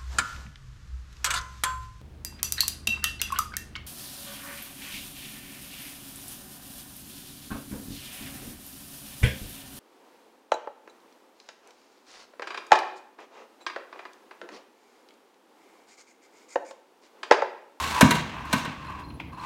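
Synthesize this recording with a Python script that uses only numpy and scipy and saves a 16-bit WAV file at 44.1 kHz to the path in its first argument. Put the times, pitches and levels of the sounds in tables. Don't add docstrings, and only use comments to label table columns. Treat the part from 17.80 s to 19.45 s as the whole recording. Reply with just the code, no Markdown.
import sys
import numpy as np
from scipy import signal
from scipy.fft import rfft, irfft
from scipy.io import wavfile

SR = 44100
rng = np.random.default_rng(int(sys.argv[2]) if len(sys.argv) > 2 else 0)


def generate_wav(signal):
    frames = np.transpose(np.atleast_2d(signal))
    scaled = np.clip(frames, -1, 1) * 32767
    pcm = np.round(scaled).astype(np.int16)
    wavfile.write(sys.argv[1], SR, pcm)


N = 72765
T = np.arange(N) / SR

# time in seconds, rattle in dB, whirr in dB, treble tilt in dB per octave.
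DRIVE_CURVES = [(0, -32.5, -27.5, 2), (.06, -32.5, -34, 0), (.105, -31.5, -40.5, 1),
                (.135, -34.5, -29, 0.5), (.2, -36.5, -27.5, 2), (.29, -42.5, -34, 3.5),
                (.37, -32, -62, -1.5), (.42, -43, -41, -1.5), (.5, -41.5, -49, -6.5),
                (.58, -42, -40.5, -10), (.66, -47.5, -40.5, -7), (.72, -39.5, -38.5, -2),
                (.79, -38.5, -37, 1), (.88, -39.5, -42, -7), (1.0, -48.5, -45, -5.5),
                (1.1, -44.5, -40, -13), (1.22, -53, -44, -11), (1.27, -69, -56.5, -4.5),
                (1.518, -56, -66, -18), (1.524, -74, -43, -13), (1.571, -53, -53, -10.5),
                (1.577, -57, -37, -7), (1.605, -54, -41, -1), (1.65, -44, -35.5, -3)]
# frequency in Hz, relative level in dB.
RATTLE_TONE = [(100, 0), (350, -2.5), (700, 0), (900, 3.5), (1400, 2.5), (2000, 3), (2750, 1.5), (3400, -1),
               (4200, -2), (5000, -6.5), (7000, -8), (10000, -15), (15500, -22)]
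# time in seconds, pitch in Hz.
MOTOR_PITCH = [(0, 1090), (.06, 1100), (.13, 1000), (.2, 1000), (.33, 965), (.45, 975), (.6, 1030),
               (.7, 1070), (.9, 1070), (1.1, 1040), (1.24, 1030), (1.53, 1060), (1.6, 1010), (1.65, 1015)]
# frequency in Hz, width in Hz, level in dB.
CHATTER_PEAKS = [(895, 113, -8.5), (1006, 45, -7.5), (1144, 97, -5.5), (1575, 78, -10.5),
                 (2640, 100, -14.5)]
# start in seconds, crack level in dB, rise in seconds, treble tilt in dB
# per octave, shell ring in dB, floor thump in dB, thump delay in seconds.
BUMPS = [(0.2086, -7.5, 0.00065, 1, -10.5, -5.5, 0.02), (0.307, -16.5, 0.00067, 1.5, -13.5, -38, 0.004),
         (0.351, -29, 0.0014, 0.5, -27, -35, 0.0155), (0.651, -49, .001, 3, -50, -57, .05),
         (0.728, -18, 0.00013, 1.5, -19, -20, 0.0092), (.848, -31.5, 0.0011, -1.5, -27, -32.5, .03),
         (1.194, -47, 0.0014, 0, -56, -68, .05)]
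# frequency in Hz, relative level in dB, fade in seconds.
# A fade (t60) is the time a sound takes to drop by 60 dB.
CRACK_TONE = [(147, -10, 0.29), (490, 3, 0.063), (778, -6.5, 0.14), (1092, 5.5, 0.22), (1404, -4, 0.033),
              (1530, 2, .09), (2770, -6, 0.11), (4320, -6.5, 0.026), (4630, -15, 0.086), (7400, -13, 0.037),
              (12000, -20.5, 0.071), (16000, -29, 0.071)]
# frequency in Hz, level in dB, fade in seconds.
SHELL_MODES = [(968, -3.5, 0.12), (1113, -13.5, 0.17), (1527, -4.5, 0.067), (1601, -12, 0.13),
               (1856, -24.5, 0.39), (2170, -13.5, 0.16), (2379, -16.5, 0.098), (2773, -11, 0.058),
               (3950, -12, 0.069)]
# frequency in Hz, level in dB, fade in seconds.
BOARD_MODES = [(85, -4, 0.1), (127.6, -2.5, 0.15), (158.1, -1, 0.17), (180.8, 5, 0.065), (212.7, 11, 0.068),
               (250.6, 0, 0.18), (308, -14.5, 0.29), (457, -26, 0.22), (490, -17, 0.091)]
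# start in seconds, level in dB.
CLICK_EVENTS = [(1.303, -49.5), (1.3984, -35)]
# frequency in Hz, relative level in dB.
CLICK_TONE = [(300, -9), (1000, 4), (1900, -3), (2150, 4), (2450, 4), (2700, 4), (3300, -1), (4500, -15.5),
              (7000, -25.5), (15000, -36)]
# time in seconds, level in dB.
WHEEL_LEVEL = [(0, -43), (.09, -39), (.14, -39), (.45, -62), (.56, -43.5), (.66, -54), (.715, -43),
               (.76, -50), (.95, -49), (1.02, -55), (1.11, -47), (1.2, -49), (1.65, -62)]
# frequency in Hz, relative level in dB.
WHEEL_TONE = [(25, -42), (50, -29), (75, 7.5), (110, -21.5), (250, -11.5), (600, -23), (900, -18.5),
              (2000, -74)]
# start in seconds, level in dB, treble tilt in dB per octave.
BELL_SHAKES = [(1.058, -53, 3), (1.072, -45, -15), (1.236, -44, -10), (1.248, -46.5, -12), (1.286, -56, 5),
               (1.3, -50, -22), (1.339, -59, 10), (1.469, -60, 4), (1.526, -60, 2), (1.549, -52, -3),
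               (1.597, -45, -10)]
# frequency in Hz, level in dB, fade in seconds.
BELL_MODES = [(4160, 8, 0.028), (10100, -10, 0.099), (10890, -15, .06)]
# frequency in Hz, level in dB, fade in seconds.
ROOM_ECHO = [(80, -9.5, 0.79), (256, -8.5, .5), (600, -6.5, 0.54), (1200, -10.5, 0.56), (3000, -6, 0.38),
             (6800, -7.5, 0.42), (15000, -19, 0.11)]
# time in seconds, level in dB.
BACKGROUND_LEVEL = [(0, -46.5), (.45, -42), (.9, -46), (1.18, -46), (1.28, -41.5), (1.48, -41.5),
                    (1.65, -47.5)]
# frequency in Hz, relative level in dB.
BACKGROUND_TONE = [(25, -16), (45, -2.5), (70, 3.5), (100, -4), (140, 2), (190, -1), (240, -5), (310, -4),
                   (400, -17), (600, -19.5), (900, -20), (1600, -35), (4000, -38), (8000, -49.5),
                   (15000, -46.5)]


def drive():
    rattle_db, whirr_db, slope = in_time(DRIVE_CURVES)
    teeth_per_s, spread_db, flutter_db = 5000, 1.5, 1.5
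    teeth = (rng.random(N) < teeth_per_s / SR) * rng.choice([-1, 1], N)
    teeth = teeth * from_db(spread_db * np.minimum(rng.exponential(1, N), 4))
    rattle = coloured(teeth * from_db(flutter_db * drift(hz=55.556)), RATTLE_TONE)
    rattle = sum(band * tilt(hz, slope) for hz, band in bands(rattle))
    return from_db(rattle_db) * rattle + from_db(whirr_db) * whirr()


def whirr():
    jitter_hz, throb_db = 45.14, 3
    pitch_hz = in_time(MOTOR_PITCH)[0] + jitter_hz * drift(hz=68.8)
    motor = from_db(-0.5) * rms_one(np.sin(2 * np.pi * np.cumsum(pitch_hz) / SR))
    for hz, width, db in CHATTER_PEAKS:
        chatter = signal.lfilter(*signal.iirpeak(hz, hz / width, fs=SR), noise())
        motor += from_db(db) * rms_one(chatter)
    return rms_one(motor * from_db(throb_db * drift(hz=55.3)))


def bumps():
    out, crack = np.zeros(N), bands(coloured(noise(), CRACK_TONE))
    for start, db, rise, slope, shell_db, thump_db, delay in BUMPS:
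        for hz, band in crack:
            swell_s = 0.0014 * (1000 / hz)
            envelope = burst(start, rise + swell_s, hold=0.0035, t60=at_hz(CRACK_TONE, hz, axis=2))
            out += from_db(db) * tilt(hz, slope) * band * envelope
        out += from_db(shell_db) * ring(SHELL_MODES, start + 0.006, rise)
        out += from_db(thump_db) * ring(BOARD_MODES, start + delay, rise=0.0048)
    return out


def clicks():
    envelope = sum(from_db(db) * burst(start, rise=0.00085, hold=0.0035, t60=0.065)
                   for start, db in CLICK_EVENTS)
    return coloured(noise(), CLICK_TONE) * envelope


def wheels():
    return from_db(in_time(WHEEL_LEVEL)[0]) * coloured(noise(), WHEEL_TONE)


def bell():
    rings = np.zeros(N)
    for start, db, slope in BELL_SHAKES:
        gain = from_db(db) / tilt(BELL_MODES[0][0], slope)
        rings += gain * ring(BELL_MODES, start, rise=0.0025, slope_db=slope)
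    chatter = 1 + 0.4 * drift(hz=150)
    return rings * chatter


def room(x):
    response = np.zeros(N)
    for hz, band in bands(noise()):
        tail = burst(start=0, rise=0.016, hold=0, t60=at_hz(ROOM_ECHO, hz, axis=2))
        response += from_db(at_hz(ROOM_ECHO, hz)) * band * tail / np.sqrt(np.sum(tail ** 2))
    return signal.fftconvolve(x, response)[:N]


def background():
    return from_db(in_time(BACKGROUND_LEVEL)[0]) * coloured(noise(), BACKGROUND_TONE)


def ring(modes, start, rise, slope_db=0):
    return sum(from_db(db) * tilt(hz, slope_db) * burst(start, rise, 0, t60)
               * np.sin(2 * np.pi * hz * (T - start)) for hz, db, t60 in modes)


def burst(start, rise, hold, t60):
    age = np.maximum(T - start, 0)
    attack = 1 - np.exp(-age / max(rise, 1e-5))
    fade_db = -60 * np.minimum(np.maximum(age - hold, 0) / t60, 2)
    return attack * from_db(fade_db)


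def tilt(hz, db_per_octave):
    return from_db(db_per_octave * np.log2(max(hz / 2500, 1)))


def noise():
    return rng.standard_normal(N)


def drift(hz):
    lowpass = signal.butter(2, hz, fs=SR, output="sos")
    return rms_one(signal.sosfilt(lowpass, rng.standard_normal(2 * N))[N:])


def from_db(db):
    return 10 ** (np.asarray(db) / 20)


def rms_one(x):
    return x / np.sqrt(np.mean(x ** 2) + 1e-20)


def in_time(rows):
    times, *columns = np.transpose(rows)
    return [np.interp(T, times, column) for column in columns]


def at_hz(table, hz, axis=1):
    rows = np.array(table)
    return np.interp(np.log(hz), np.log(rows[:, 0]), rows[:, axis])


def bands(x):
    centres = np.geomspace(25, 16000, 29)
    spectrum, log_hz = rfft(x), np.log(np.arange(N // 2 + 1) * SR / N + 1)
    return [(hz, irfft(spectrum * np.interp(log_hz, np.log(centres), share), N))
            for hz, share in zip(centres, np.eye(len(centres)))]


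def coloured(x, table):
    hz = np.arange(N // 2 + 1) * SR / N + 1
    return rms_one(irfft(rfft(x) * from_db(at_hz(table, hz)), N))


def scene():
    direct = drive() + bumps() + clicks() + bell()
    return (direct + background() + room(direct) + wheels())[None]


def record(dry):
    low_hz, top_hz = 49.5, 15900
    thin = signal.sosfilt(signal.butter(2, low_hz, "high", fs=SR, output="sos"), dry)
    rounded = .9 * np.tanh(thin / .9)
    return signal.sosfilt(signal.ellip(10, .1, 80, top_hz, fs=SR, output="sos"), rounded)


dry = scene()
out = record(dry)
generate_wav(out)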